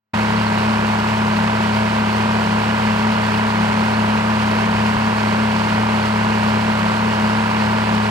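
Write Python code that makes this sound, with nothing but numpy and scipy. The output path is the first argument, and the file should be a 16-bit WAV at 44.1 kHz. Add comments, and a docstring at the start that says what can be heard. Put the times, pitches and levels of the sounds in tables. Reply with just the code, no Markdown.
"""A four-cylinder diesel engine with a belt-driven cooling fan runs a jaw crusher steadily in a quarry.
Periodic knocks excite the block's resonances, giving a dense harmonic series; the six fan blades drone.
Each jaw stroke loads the engine and slows it a little, so knocking and drone sway in pitch together.
Turbulent fan air roars, injectors and valves hiss, impacts rattle the grit and ring the steel,
and light wind buffets the microphone."""
import sys
import numpy as np
from scipy import signal
from scipy.fft import rfft, irfft, next_fast_len
from scipy.io import wavfile
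from scipy.ndimage import map_coordinates

SR = 44100
rng = np.random.default_rng(int(sys.argv[2]) if len(sys.argv) > 2 else 0)


def generate_wav(signal):
    """Clip the signal to [-1, 1] and save it as 16-bit WAV at the path in sys.argv[1]."""
    frames = np.transpose(np.atleast_2d(signal))
    scaled = np.clip(frames, -1, 1) * 32767
    pcm = np.round(scaled).astype(np.int16)
    wavfile.write(sys.argv[1], SR, pcm)


N = 357210
CYCLE_HZ = 18.437  # four-stroke cycles a second

# the engine's strong harmonics: (multiple of the cycle rate [-], level [dB])
STRONG_HARMONICS = [(4, -40.4), (10, -39.8), (12, -42.5), (18, -45.6), (19, -43.5), (21, -44.7),
                    (22, -40.0), (24, -44.6), (25, -41.3), (28, -41.2), (29, -44.8), (32, -37.9),
                    (34, -43.0), (37, -43.9), (38, -43.7), (41, -38.7), (42, -37.6), (45, -36.7),
                    (46, -38.8), (47, -41.4), (49, -33.3), (50, -42.3), (51, -36.1), (52, -33.4),
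                    (54, -32.5), (56, -43.5), (57, -38.4), (58, -39.8), (59, -42.7), (60, -44.6),
                    (62, -36.6), (65, -41.8)]
# the weaker harmonics between and above them: (frequency [Hz], level of each [dB])
WEAK_HARMONICS = [(20, -80), (90, -55), (400, -50), (900, -53.5), (1250, -44), (1550, -44.5), (2000, -55),
                  (3000, -59), (5000, -77), (9000, -97)]
# smearing of the knocks by block and frame: (frequency [Hz], phase scatter [rad])
PHASE_SMEAR = [(300, .4), (550, 1.2), (950, .7), (1170, .7), (1370, 1.3)]


def engine(cycle, count=400, size=8192):
    """Periodic excitation: knocks that repeat every cycle sound at multiples of the cycle rate."""
    order = np.arange(count)
    hz = order * CYCLE_HZ
    treble = np.clip((hz - 1170) / 200, 0, 1)
    level = amp(along(WEAK_HARMONICS, hz) + 2 * treble * rng.standard_normal(count))
    for k, db in STRONG_HARMONICS:
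        level[round(k)] = amp(db)
    smear = rng.standard_normal(count) * along(PHASE_SMEAR, hz)
    # short waves reach each microphone port by their own paths
    scatter = rng.standard_normal((2, count)) * np.minimum(hz / 4500, 2)
    # the knocks set when in the cycle each harmonic's energy arrives
    phase = np.angle(knock_spectrum(order)) + smear + treble * scatter
    one_cycle = irfft(level * np.exp(1j * phase), size) * size / np.sqrt(2)
    return np.array([np.interp(cycle % 1, np.arange(size) / size, port) for port in one_cycle])


# combustion and valve knocks: (position [cycles], block resonance [Hz], bandwidth [Hz], weight [dB])
BLOCK_KNOCKS = [(.144, 560, 270, -4), (.199, 910, 210, 0), (.403, 500, 200, -1), (.507, 530, 310, -3),
                (.57, 960, 130, -2), (.609, 570, 280, -1), (.808, 1100, 210, -13), (.924, 540, 240, -4),
                (.951, 960, 190, -12)]


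def knock_spectrum(order):
    """Superposition: each knock adds a block resonance, delayed to its place in the cycle."""
    hz = order * CYCLE_HZ
    return sum(amp(db) * resonance(hz, centre, width) * np.exp(-2j * np.pi * order * position)
               for position, centre, width, db in BLOCK_KNOCKS)


def jaw_load(stroke_hz=2.544, lightest_load_s=.351, creep_hz_per_s=.0027, sway_hz=.104):
    """Frequency modulation: each stroke slows the engine. Returns jaw swing and engine cycle count."""
    t = np.arange(N) / SR
    swing = np.cos(2 * np.pi * stroke_hz * (t - lightest_load_s))
    speed_hz = CYCLE_HZ + creep_hz_per_s * t + sway_hz * swing + .012 * wobble(16)
    return swing, np.cumsum(speed_hz) / SR - .046


# the fan's tones: (multiple of the shaft rate [-], level [dB], flutter [dB], throb [dB])
FAN_TONES = [(3, -27, 0.95, 0), (4, -38, 2, 0.5), (5, -33.5, 1, 2.5), (6, -21, 0.9, 0), (12, -43.5, 2.5, 0),
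             (18, -36.5, -1.5, 0.5)]


def fan(cycle, swing, belt_ratio=1.95, give_hz=.07, in_step_s=.35):
    """Blade-passing tone and other shaft harmonics, beating as the fan lags behind the crankshaft."""
    in_step = cycle[round(in_step_s * SR)]
    # the belt gives, so the fan sways a little more than the engine
    turns = belt_ratio * (cycle - in_step) + give_hz * np.cumsum(swing) / SR
    # the crankshaft turns twice a cycle; the two line up about once a second
    slip = 2 * np.pi * (2 - belt_ratio) * (cycle - in_step)
    throb = (np.cos(slip) + np.cos(2 * slip)) / np.sqrt(2)
    drone = np.zeros(N)
    for k, db, flutter_db, throb_db in FAN_TONES:
        k = round(k)
        phase = 2 * np.pi * k * (turns + 2 * in_step) + np.angle(knock_spectrum(2 * k))
        jitter = flutter_db * .07 * wobble(13)
        envelope = amp(flutter_db * wobble(14) + throb_db * throb)
        drone += amp(db) * unit(envelope * np.cos(phase + jitter))
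    return drone


# rushing fan air: (frequency [Hz], spectral density [dB re 1/Hz])
AIR_SPECTRUM = [(20, -83), (55, -64), (100, -62.5), (220, -54.5), (300, -61), (420, -58), (560, -59),
                (1000, -56.5), (1500, -59), (2800, -65.5), (3600, -74.5), (6000, -82.5), (12000, -105.5),
                (15500, -99)]


def fan_air():
    """Turbulence: the fan's airflow makes a nearly steady broadband roar."""
    return rush(AIR_SPECTRUM, amp(0.38 * wobble(10)))


# injector and valve hiss: (frequency [Hz], spectral density [dB re 1/Hz])
HISS_SPECTRUM = [(500, -91), (1400, -69), (2000, -65), (2800, -64.5), (3500, -73), (4000, -72.5),
                 (4400, -72.5), (5000, -75), (6200, -82.5), (7600, -82.5), (10000, -89.5), (12500, -101),
                 (15500, -96)]


def injector_hiss(cycle, swing):
    """Amplitude modulation: injector and valve noise pulses at each of a cycle's four firings."""
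    firing = np.cos(8 * np.pi * (cycle - .2))
    return rush(HISS_SPECTRUM, amp(0.86 * firing - 0.15 * swing + 0.83 * wobble(22)))


# loose steel and grit: (frequency [Hz], spectral density [dB re 1/Hz])
GRIT_SPECTRUM = [(600, -81), (1500, -71), (2800, -70), (3500, -78), (4400, -72.5), (6000, -84.5),
                 (8500, -90), (12000, -99), (15500, -109)]


def rattle(swing, hits_per_s=420, spread_db=2.5, decay_s=.004):
    """Shot noise: random contacts of steel and grit add in power, a little stronger as the jaw closes."""
    contacts = rng.random(N) < hits_per_s / SR
    hits = contacts * amp(spread_db * np.minimum(rng.exponential(size=N), 3))
    power = signal.lfilter([1], [1, -np.exp(-2 / (decay_s * SR))], hits ** 2)
    return rush(GRIT_SPECTRUM, np.sqrt(power) * amp(-.8 * swing))


# modes of the steel frame and guards: (frequency [Hz], bandwidth [Hz], relative level [dB])
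STEEL_MODES = [(1206, 15, -2), (1468, 12, 7.5), (1920, 22, 4), (2135, 18, 5), (2462, 13, 3), (2510, 16, 4),
               (2820, 45, -4), (2970, 70, -8), (3820, 100, -8), (4283, 60, -2), (4750, 74, -8),
               (7560, 120, -17)]
# sharp chinks of loose steel: (time [s], relative level [dB])
STEEL_CHINKS = [(.361, -34), (.466, -35), (3.124, -35), (3.248, -33), (3.791, -34), (3.939, -33),
                (6.487, -32), (7.612, -33)]


def steel(swing, ring_db=-40, chink_db=-2, chink_decay_s=0.025):
    """Forced vibration: shaking keeps the modes ringing; hard contacts bring out those near 4 kHz."""
    def modes(hz):
        return sum(amp(db) * resonance(hz, centre, width) for centre, width, db in STEEL_MODES)
    shake = rng.standard_normal(N) * amp(2.1 * wobble(45) - 0.56 * swing)
    ring = amp(ring_db) * unit(filtered(shake, modes))
    t = np.arange(N) / SR
    blows = sum(amp(db) * (t >= s) * np.exp(-np.abs(t - s) / chink_decay_s) for s, db in STEEL_CHINKS)
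    bright = filtered(rng.standard_normal(N), lambda hz: modes(hz) / (1 + ((hz - 4300) / 700) ** 2))
    return ring + amp(chink_db) * blows * unit(bright)


# the breeze at the microphone: (time [s], relative level [dB])
BREEZE_LEVELS = [(0.4, -55), (0.74, -57), (1.12, -52), (2.15, -57), (4.17, -49), (8.0, -59)]
# single gusts: (time [s], relative peak level [dB])
GUST_PEAKS = [(1.229, -41), (2.939, -40), (3.579, -39), (3.869, -34), (4.749, -38), (4.979, -32),
              (5.749, -33), (6.349, -40)]
# wind buffeting: (frequency [Hz], relative spectral density [dB])
BUFFET_SPECTRUM = [(15, -8), (30, -2), (55, 2), (100, -1), (200, -25), (500, -50)]


def wind(breeze_db=2, gust_db=-3, eddy_db=2.5, rise_s=.04, fall_s=.05):
    """Turbulent pressure: eddies and gusts thud on the microphone, partly different at each port."""
    t = np.arange(N) / SR
    breeze = amp(np.interp(t, *np.transpose(BREEZE_LEVELS)) + breeze_db + eddy_db * wobble(10))
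    gusts = sum(amp(db + gust_db) * np.exp(-np.maximum((s - t) / rise_s, (t - s) / fall_s))
                for s, db in GUST_PEAKS)
    shared = rush(BUFFET_SPECTRUM, 1)
    separate = filtered(rng.standard_normal((2, N)), lambda hz: amp(along(BUFFET_SPECTRUM, hz)))
    return np.hypot(breeze, gusts) * unit(unit(shared) + unit(separate))


# likeness of diffuse sound at the two ports: (frequency [Hz], coherence [-])
COHERENCE = [(100, 0.85), (330, 0.85), (700, 1), (1000, 0.8), (2000, 0.75), (3500, 0.38), (8000, 0.4),
             (11500, 0.52), (15000, 0.45)]


def rush(spectrum, envelope):
    """Partial coherence: independent mid and side noises mix into a coloured, partly diffuse field."""
    def response(hz):
        angle = np.arccos(np.clip(along(COHERENCE, hz), -1, 1)) / 2
        return amp(along(spectrum, hz)) * [np.cos(angle), np.sin(angle)]
    white = unit(rng.standard_normal((2, N)) * envelope) * np.sqrt(SR / 2)
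    mid, side = filtered(white, response)
    return np.array([mid + side, mid - side])


# balance of the microphone pair: (frequency [Hz], left minus right level [dB])
PORT_BALANCE = [(100, 2.5), (340, 2), (550, -0.5), (950, 0.8), (1400, -2.1), (2000, -4), (2900, -7.5),
                (3900, -7.5), (5000, -11), (7500, -5), (11000, -1), (15000, -.5)]
# phase between the ports: (frequency [Hz], lead of the left [rad])
PORT_LEAD = [(240, -.18), (390, -1.35), (550, -1.55), (800, -1.6), (950, -1.42), (1200, -1.65),
             (2500, -1.2), (4200, -.4), (5200, .3), (8000, .4), (11000, .05)]


def ports(hz):
    """Directional cues: the two ports differ in level and phase while their total power is conserved."""
    left = amp(along(PORT_BALANCE, hz) / 2) * np.exp(.5j * along(PORT_LEAD, hz))
    pair = np.array([left, 1 / left])
    return pair / np.sqrt(np.mean(np.abs(pair) ** 2, axis=0))


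def resonance(hz, centre, width):
    """Damped oscillator: its complex response, 1 at the centre frequency."""
    return 1j * hz * width / (centre ** 2 - hz ** 2 + 1j * hz * width)


def amp(db):
    """Decibel law: level to amplitude ratio."""
    return 10 ** (np.asarray(db) / 20)


def unit(x):
    """Normalisation to rms 1."""
    return x / np.sqrt(np.mean(x ** 2) + 1e-20)


def along(points, hz):
    """Interpolation of (frequency [Hz], value) points on a logarithmic frequency axis."""
    frequencies, values = np.transpose(points)
    return np.interp(np.log(hz + 1), np.log(frequencies + 1), values)


def wobble(rate):
    """Random modulation: a smooth curve through `rate` random knots a second."""
    knots = rng.standard_normal(int(N * rate / SR) + 4)
    return map_coordinates(knots, [np.arange(N) * rate / SR])


def filtered(x, response):
    """Linear filtering: the spectrum of x times a complex frequency response."""
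    size = next_fast_len(N + SR // 4)
    hz = np.fft.rfftfreq(size, 1 / SR)
    return irfft(rfft(x, size) * response(hz), size)[..., :N]


def scene():
    """Superposition: the machinery and the wind add at the two microphone ports."""
    swing, cycle = jaw_load()
    tones = engine(cycle) + fan(cycle, swing)
    roar = fan_air() + injector_hiss(cycle, swing)
    clatter = rattle(swing) + steel(swing)
    return filtered(tones + roar + clatter + wind(), ports)


def record(dry, opens_s=.137, top_hz=15800):
    """Gating and band limiting: the sound opens after a moment and holds nothing above top_hz."""
    since_opening = np.arange(N) / SR - opens_s
    gate = np.interp(since_opening, [-opens_s, -.003, .003], [amp(-70), amp(-62), 1])
    return filtered(dry * gate, lambda hz: hz < top_hz)


dry = scene()
out = record(dry)
generate_wav(out)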